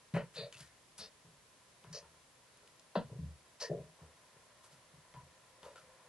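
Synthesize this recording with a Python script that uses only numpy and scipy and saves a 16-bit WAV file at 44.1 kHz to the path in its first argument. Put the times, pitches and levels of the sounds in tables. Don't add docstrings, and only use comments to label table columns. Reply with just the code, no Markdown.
import sys
import numpy as np
from scipy import signal
from scipy.fft import rfft, irfft, next_fast_len
from scipy.io import wavfile
from scipy.ndimage import uniform_filter1d

SR = 44100
rng = np.random.default_rng(int(sys.argv[2]) if len(sys.argv) > 2 else 0)


def unload_audio(sound):
    columns = np.transpose(np.atleast_2d(sound))
    steps = np.round(np.clip(columns, -1, 1) * 32767)
    wavfile.write(sys.argv[1], SR, steps.astype(np.int16))


def natural_amplitude(level_db):
    exponent = np.asarray(level_db, float) / 20
    return 10 ** exponent


N = 268304

# f/Hz, width/Hz, level/dB
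PLANK = [(317, 200, -9), (416.6, 53, 0.5), (480.6, 41, -1), (583.3, 69.4, 1.5), (638, 116, 5),
         (725, 404, -0.5), (980, 99, 3), (1370, 165, -3)]
# f/Hz, width/Hz, level/dB of the response applied once
PLANK_TOP = [(1400, 250, -2), (1780, 380, 1), (2560, 380, -3), (3080, 480, -4), (4200, 900, -5)]
TOP_HZ = 11560
PLANK_EVEN = 0.59


def unit(x):
    return x / np.sqrt(np.mean(x ** 2) + 1e-20)


def peaked(x, db):
    return natural_amplitude(db) * x / np.abs(x).max()


def along(points, hz):
    f, v = np.transpose(points)
    return np.interp(np.log(hz + 1), np.log(f + 1), v)


def filtered(x, response):
    m = next_fast_len(x.shape[-1] + 8192)
    spectrum = rfft(x, m) * response(np.fft.rfftfreq(m, 1 / SR))
    return irfft(spectrum, m)[..., :x.shape[-1]]


def band(x, low_hz, high_hz):
    sos = signal.butter(8, [low_hz, high_hz], "bandpass", fs=SR, output="sos")
    return signal.sosfilt(sos, x)


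def modes(table):
    def response(f):
        return sum((-1) ** k * natural_amplitude(db) * 1j * f * width / (centre ** 2 - f * f + 1j * f * width)
                   for k, (centre, width, db) in enumerate(table))
    return response


def twice(hz, width_hz):
    return lambda f: modes([(hz, width_hz, 0)])(f) ** 2


def add(track, s, sound):
    part = track[round(s * SR):][:len(sound)]
    part += sound[:len(part)]


def blow(tail_s, push, fall):
    t = np.arange(SR // 3) / SR
    tail = rng.standard_normal(len(t)) * np.exp(-(t / max(tail_s, .005)) ** fall)
    return tail + push * np.exp(-((t - .001) / 0.00033) ** 2)


def stroke(length_s):
    peak_at = 0.24
    bite_db, fade_db, fade_bend = -9, -26, 1.49
    u = np.arange(0, length_s, 1 / SR) / length_s
    rise = np.maximum(1 - u / peak_at, 0)
    fall = np.maximum((u - peak_at) / (1 - peak_at), 0)
    press = natural_amplitude(bite_db * rise + fade_db * fall ** fade_bend)
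    return press, signal.windows.tukey(len(u), .1)


def drone():
    level_db, at_s, db_per_s = -67.5, 6.18, 16
    lines = lambda f: twice(515, width_hz=25)(f) + 0.25 * twice(630, width_hz=25)(f)
    swell = natural_amplitude(level_db + db_per_s * (np.arange(N) / SR - at_s))
    return swell * unit(filtered(rng.standard_normal(N), lines))


def room_tone(low, bright):
    # t/s, level/dB (rms, before stirring and left-right balance)
    hum_swell = [(0, -73), (.7, -75), (2.4, -73), (3.6, -72), (4.5, -69.5), (5.3, -70), (6.08, -66)]
    # f/Hz, width/Hz, level/dB
    hum_modes = [(519, 44, 1), (634, 67, 0), (1017, 97, 2), (1382, 69, -4.5), (1770, 350, -7.5)]
    # f/Hz, width/Hz, level/dB, all of the response before it is squared
    room_modes = [(44.4, 12, -1), (84.2, 13, 1.5), (112.9, 17.6, 5), (162, 50, 1.5)]
    # f/Hz, relative level per Hz/dB
    hiss_shape = [(18, -35), (30, -12), (70, -3.5), (155, -7.5), (193, -2), (281, -4), (450, -2),
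                  (563, -4.5), (973, -6), (1520, -6), (11400, -11), (14800, -99), (22000, -120)]
    # f/Hz, likeness (negative values count as 0)
    likeness = [(60, 0.74), (170, 0.65), (490, 0.4), (1410, 0.2), (4020, 0.34), (11500, -0.37)]
    rumble_db, hiss_db = -79, -68
    stir_t60_s, stir_hum_db, stir_rumble_db = 0.31, -35.5, -26

    keep = 10 ** (-6 / (stir_t60_s * SR))
    stir = lambda x: np.sqrt(np.abs(signal.lfilter([1 - keep], [1, -keep], x ** 2)))
    s, hum_db = np.transpose(hum_swell)
    hum_level = natural_amplitude(np.interp(np.arange(N) / SR, s, hum_db)) + natural_amplitude(stir_hum_db) * stir(bright)
    hum = hum_level * unit(filtered(rng.standard_normal(N), modes(hum_modes)))
    rumble_level = natural_amplitude(rumble_db) + natural_amplitude(stir_rumble_db) * stir(low)
    rumble = rumble_level * unit(filtered(rng.standard_normal(N), lambda f: modes(room_modes)(f) ** 2))

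    turn = lambda hz: np.arccos(np.clip(along(likeness, hz), 0, 1)) / 2
    shares = lambda hz: natural_amplitude(along(hiss_shape, hz)) * [np.cos(turn(hz)), np.sin(turn(hz))]
    mid, side = filtered(rng.standard_normal((2, N)), shares)
    hiss = natural_amplitude(hiss_db) * np.array([mid + side, mid - side]) / np.std(mid)
    return hiss + (hum + rumble + drone()) * natural_amplitude([[.4], [-.4]])


def walls(x):
    # f/Hz, t60/s
    decay = [(100, 0.19), (500, 0.2), (2000, 0.11), (10000, 0.066)]
    hz, t, z = signal.stft(rng.standard_normal((2, SR // 2)), SR, nperseg=256)
    fading = z * natural_amplitude(-60 * t / along(decay, hz)[:, None])
    mid, side = signal.istft(fading, SR, nperseg=256)[1]
    tail = np.array([mid + 0.072 * side, mid - 0.53 * side]) / np.linalg.norm(mid)
    delayed = np.pad(x, (300, 0))
    return signal.fftconvolve(delayed[None], tail, axes=1)[:, :N]


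def brushes():
    # t/s, length/s, level/dB (rustle rms at full pressure), centre f/Hz
    rubs = [(0.143, 0.063, -60.5, 5500), (0.336, 0.056, -57, 2600), (0.528, 0.053, -59.5, 3500),
            (.565, .12, -56.5, 4740), (0.978, 0.041, -50.5, 6950), (3.599, 0.074, -53, 2000),
            (4.634, 0.059, -63.5, 5210), (4.708, 0.078, -66.5, 4500), (5.625, 0.11, -63.5, 3500),
            (5.756, 0.086, -64, 2500)]
    out = np.zeros(N)
    for s, length_s, db, hz in rubs:
        press, ends = stroke(length_s)
        hairs = natural_amplitude(2.5 * unit(uniform_filter1d(rng.standard_normal(len(ends)), size=200)))
        rustle = unit(filtered(hairs * rng.standard_normal(len(ends)), modes([(hz, 1.47 * hz, 0)])))
        plank = natural_amplitude(-11.5) * unit(filtered(rng.standard_normal(len(ends)), modes(PLANK)))
        add(out, s, natural_amplitude(db) * ends * press ** PLANK_EVEN * (rustle + plank))
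    return out


def squeaks():
    # t/s, length/s, level/dB (rms at full pressure), f/Hz
    slides = [(0.356, 0.11, -57.5, 2490), (0.411, 0.077, -51, 603), (0.536, 0.052, -61, 2660),
              (3.606, 0.11, -52, 1777), (3.61, 0.078, -56, 990), (5.146, .085, -59, 990),
              (5.652, .065, -54, 532), (5.754, 0.059, -58.5, 1340)]
    out = np.zeros(N)
    for s, length_s, db, hz in slides:
        press, ends = stroke(length_s)
        tone = unit(filtered(rng.standard_normal(len(ends)), twice(hz, width_hz=0.1 * hz)))
        add(out, s, natural_amplitude(db) * ends * press ** PLANK_EVEN * tone)
    return out


def skids():
    # t/s, length/s, level/dB (scrape rms at full pressure), scrape low edge f/Hz, plank drone re scrape/dB
    scrapes = [(.353, 0.1385, -45, 3520, -2), (.986, 0.11, -47, 3500, -13.5),
               (1.928, 0.0997, -46.5, 3880, -8), (3.598, 0.1, -42.5, 3800, -6)]
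    grind_db, fizz_db = -13, -22
    drone_hz = 560.5
    out = np.zeros(N)
    for s, length_s, db, low_hz, drone_db in scrapes:
        press, ends = stroke(length_s)
        high_hz = 663 / length_s
        catches = natural_amplitude(1.6 * unit(uniform_filter1d(rng.standard_normal(len(ends)), size=150)))
        grains = lambda: catches * rng.standard_normal(len(ends))
        claw_mode = modes([(0.99 * np.sqrt(low_hz * high_hz), 0.42 * low_hz, 0)])
        claw = unit(band(filtered(grains(), claw_mode), low_hz, high_hz))
        fizz = natural_amplitude(fizz_db) * unit(band(grains(), high_hz, TOP_HZ))
        ringing = band(filtered(grains(), modes(PLANK)), 0.764 * drone_hz, 1.207 * drone_hz)
        upper = filtered(grains(), lambda f: 1.1 + modes(PLANK_TOP)(f) ** 2)
        grind = natural_amplitude(grind_db) * unit(band(upper, 720, 0.88 * low_hz))
        plank = natural_amplitude(drone_db) * unit(ringing) + grind
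        add(out, s, natural_amplitude(db) * ends * (press * claw + press ** PLANK_EVEN * (plank + fizz)))
    return out


def ticks():
    # t/s, peak level of the pitched part/dB, f/Hz, sharp treble re that peak/dB
    taps = [(0.1395, -42, 2530, -12), (0.367, -44, 4140, -27), (0.3845, -47, 4230, -30),
            (0.5257, -38, 2700, -7.5), (0.5438, -47, 2530, -16), (0.5694, -47, 2870, -21),
            (0.589, -50, 5470, -14), (0.6072, -44.5, 4380, -16), (0.9824, -43, 4700, -15),
            (1.0011, -44, 4660, -25), (1.0242, -44, 4830, -26), (1.8403, -51, 2470, -20),
            (1.928, -41, 5100, -28), (2.5721, -54, 3250, -2), (2.676, -49, 3020, -5),
            (2.796, -49, 4940, -20), (3.6027, -51, 4150, -20), (4.6425, -50, 5300, -19),
            (5.1397, -51, 2470, -15), (5.6312, -45.5, 2820, -19), (5.653, -53, 2980, -3),
            (5.7585, -49.5, 2460, -9)]
    out = np.zeros(N)
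    t = np.arange(SR // 40) / SR
    for s, db, hz, sharp_db in taps:
        click = rng.standard_normal(len(t)) * natural_amplitude(-60 * t / .012)
        add(out, s, peaked(filtered(click, twice(hz, width_hz=1.1 * hz)), db))
        add(out, s, peaked(band(click, 5900, TOP_HZ), db + sharp_db))
    return out


def knocks():
    # t/s, peak level of the lower modes/dB, strongest f/Hz, upper band limit f/Hz,
    # upper modes re lower peak/dB
    slaps = [(0.144, -33.5, 593, 3000, -7), (0.163, -27, 565, 3030, -11), (0.367, -51.5, 617, 2870, -2),
             (0.524, -61, 630, 3400, 5), (0.599, -62, 1140, 2400, 6.5), (1.247, -59, 480, 1310, -20),
             (1.844, -51.5, 1040, 2240, -10), (2.025, -56, 980, 2500, -9), (2.629, -58.5, 520, 1500, -20),
             (2.954, -21, 620, 4720, -15.5), (3.002, -48, 610, 4770, -9), (3.096, -52, 479, 1230, -20),
             (3.125, -48, 460, 660, -20), (3.16, -53.5, 477, 700, -20), (3.697, -32.5, 413, 715, -20),
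             (3.712, -28.5, 600, 693, -20), (3.728, -34.5, 410, 724, -20), (3.743, -36.5, 604, 680, -20),
             (3.786, -58, 624, 700, -20), (3.989, -55.5, 1090, 1480, -20), (4.03, -56.5, 520, 780, -20),
             (4.359, -60, 460, 2500, -11), (4.64, -58, 980, 2540, -20), (5.143, -52, 980, 3030, -8),
             (5.581, -72, 519, 1200, -20), (5.629, -51, 980, 2950, -3.5), (5.651, -49.5, 1000, 2200, -20),
             (5.655, -50, 513, 707, -20), (5.756, -54, 1330, 1650, -20)]
    out = np.zeros(N)
    top = lambda f: modes(PLANK_TOP)(f) * 1j * f / (1j * f + 1400)
    notch = signal.butter(3, [2050, 2550], "bandstop", fs=SR, output="sos")
    for s, db, hz, reach_hz, top_db in slaps:
        tail_s = (.046 + .0012 * (-30 - db)) * (2500 / reach_hz) ** .25
        force = band(blow(tail_s, push=2.73, fall=1.49), 176, reach_hz)
        body = lambda f: modes(PLANK)(f) * (0.5 + modes([(hz, .2 * hz, 0)])(f))
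        sound = peaked(filtered(force, body), db)
        if reach_hz > PLANK_TOP[1][0]:
            burst = blow(0.98 * tail_s, push=2.5, fall=1.3)
            limited = band(burst, 1405, reach_hz) + natural_amplitude(-13) * burst
            sound += peaked(filtered(limited, top), db + top_db)
        if reach_hz > 4000:
            sound = signal.sosfilt(notch, sound)
        add(out, s - 3.55 / reach_hz, sound)
    return out


def thumps():
    # t/s, boom peak level/dB, boom f/Hz, deep boom re boom peak/dB, noise tail/s
    landings = [(0.141, -27.5, 155.3, -43, 0.08), (0.165, -41, 140, -30, 0.079),
                (0.361, -59, 150, -25, 0.04), (0.389, -46.5, 158.7, -33, 0.049),
                (0.422, -49.5, 128, -25, 0.045), (0.556, -57.5, 127, -28, 0.06),
                (0.609, -51.5, 144, -15, 0.054), (0.995, -58.5, 189, -8, 0.07),
                (1.249, -58, 152, -17, 0.12), (1.845, -60.5, 159, -9, 0.046),
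                (1.874, -52.5, 121, -29, 0.05), (1.905, -49.5, 150, -25, 0.065),
                (2.027, -66.5, 172, -2.5, 0.13), (2.971, -29.5, 194.7, -42, 0.059),
                (3.048, -47, 138, -16, 0.08), (3.12, -41, 127, -24, 0.12), (3.192, -38, 161, -9.5, 0.043),
                (3.228, -39, 144, -9, 0.062), (3.257, -51, 144, -3.5, 0.094),
                (3.706, -35.5, 151, -35, 0.12), (3.765, -46, 145, -14, 0.11), (4.018, -53, 155, -5, 0.043),
                (4.364, -64.5, 150, -17, 0.088), (4.731, -61, 145, -32, 0.089),
                (4.94, -59, 148, -17, 0.052), (4.98, -55.5, 147, -20, 0.05), (5.144, -58, 142, -7, 0.05),
                (5.173, -50, 132.4, -18, 0.09), (5.234, -60, 124, -15, 0.054), (5.628, -63, 171, -5, 0.047),
                (5.832, -65, 149, -19, 0.055)]
    out = np.zeros(N)
    for s, db, hz, deep_db, tail_s in landings:
        force = blow(tail_s, push=2.6, fall=2.9)
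        add(out, s - .004, peaked(filtered(force, twice(hz, width_hz=42.2)), db))
        add(out, s, peaked(filtered(force, twice(78.4, width_hz=16.4)), db + deep_db))
        add(out, s, peaked(filtered(force, twice(28, width_hz=17)), db - 33.5))
    return out


def scene():
    low = thumps()
    bright = knocks() + ticks() + skids() + brushes() + squeaks()
    direct = low * natural_amplitude([[.6], [-.6]]) + bright * natural_amplitude([[1.2], [-1.2]])
    lag = lambda hz: np.exp(-1j * np.minimum(2 * np.pi * hz * 40e-6, 1.4))
    direct[0] = filtered(direct[0], lag)
    return direct + natural_amplitude(-12.5) * walls(low + bright) + room_tone(low, bright)


def low_pass(x):
    return signal.sosfilt(signal.butter(12, 12110, fs=SR, output="sos"), x)


def record(dry):
    finished = filtered(dry, lambda hz: hz < TOP_HZ)
    return low_pass(finished)


dry = scene()
out = record(dry)
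unload_audio(out)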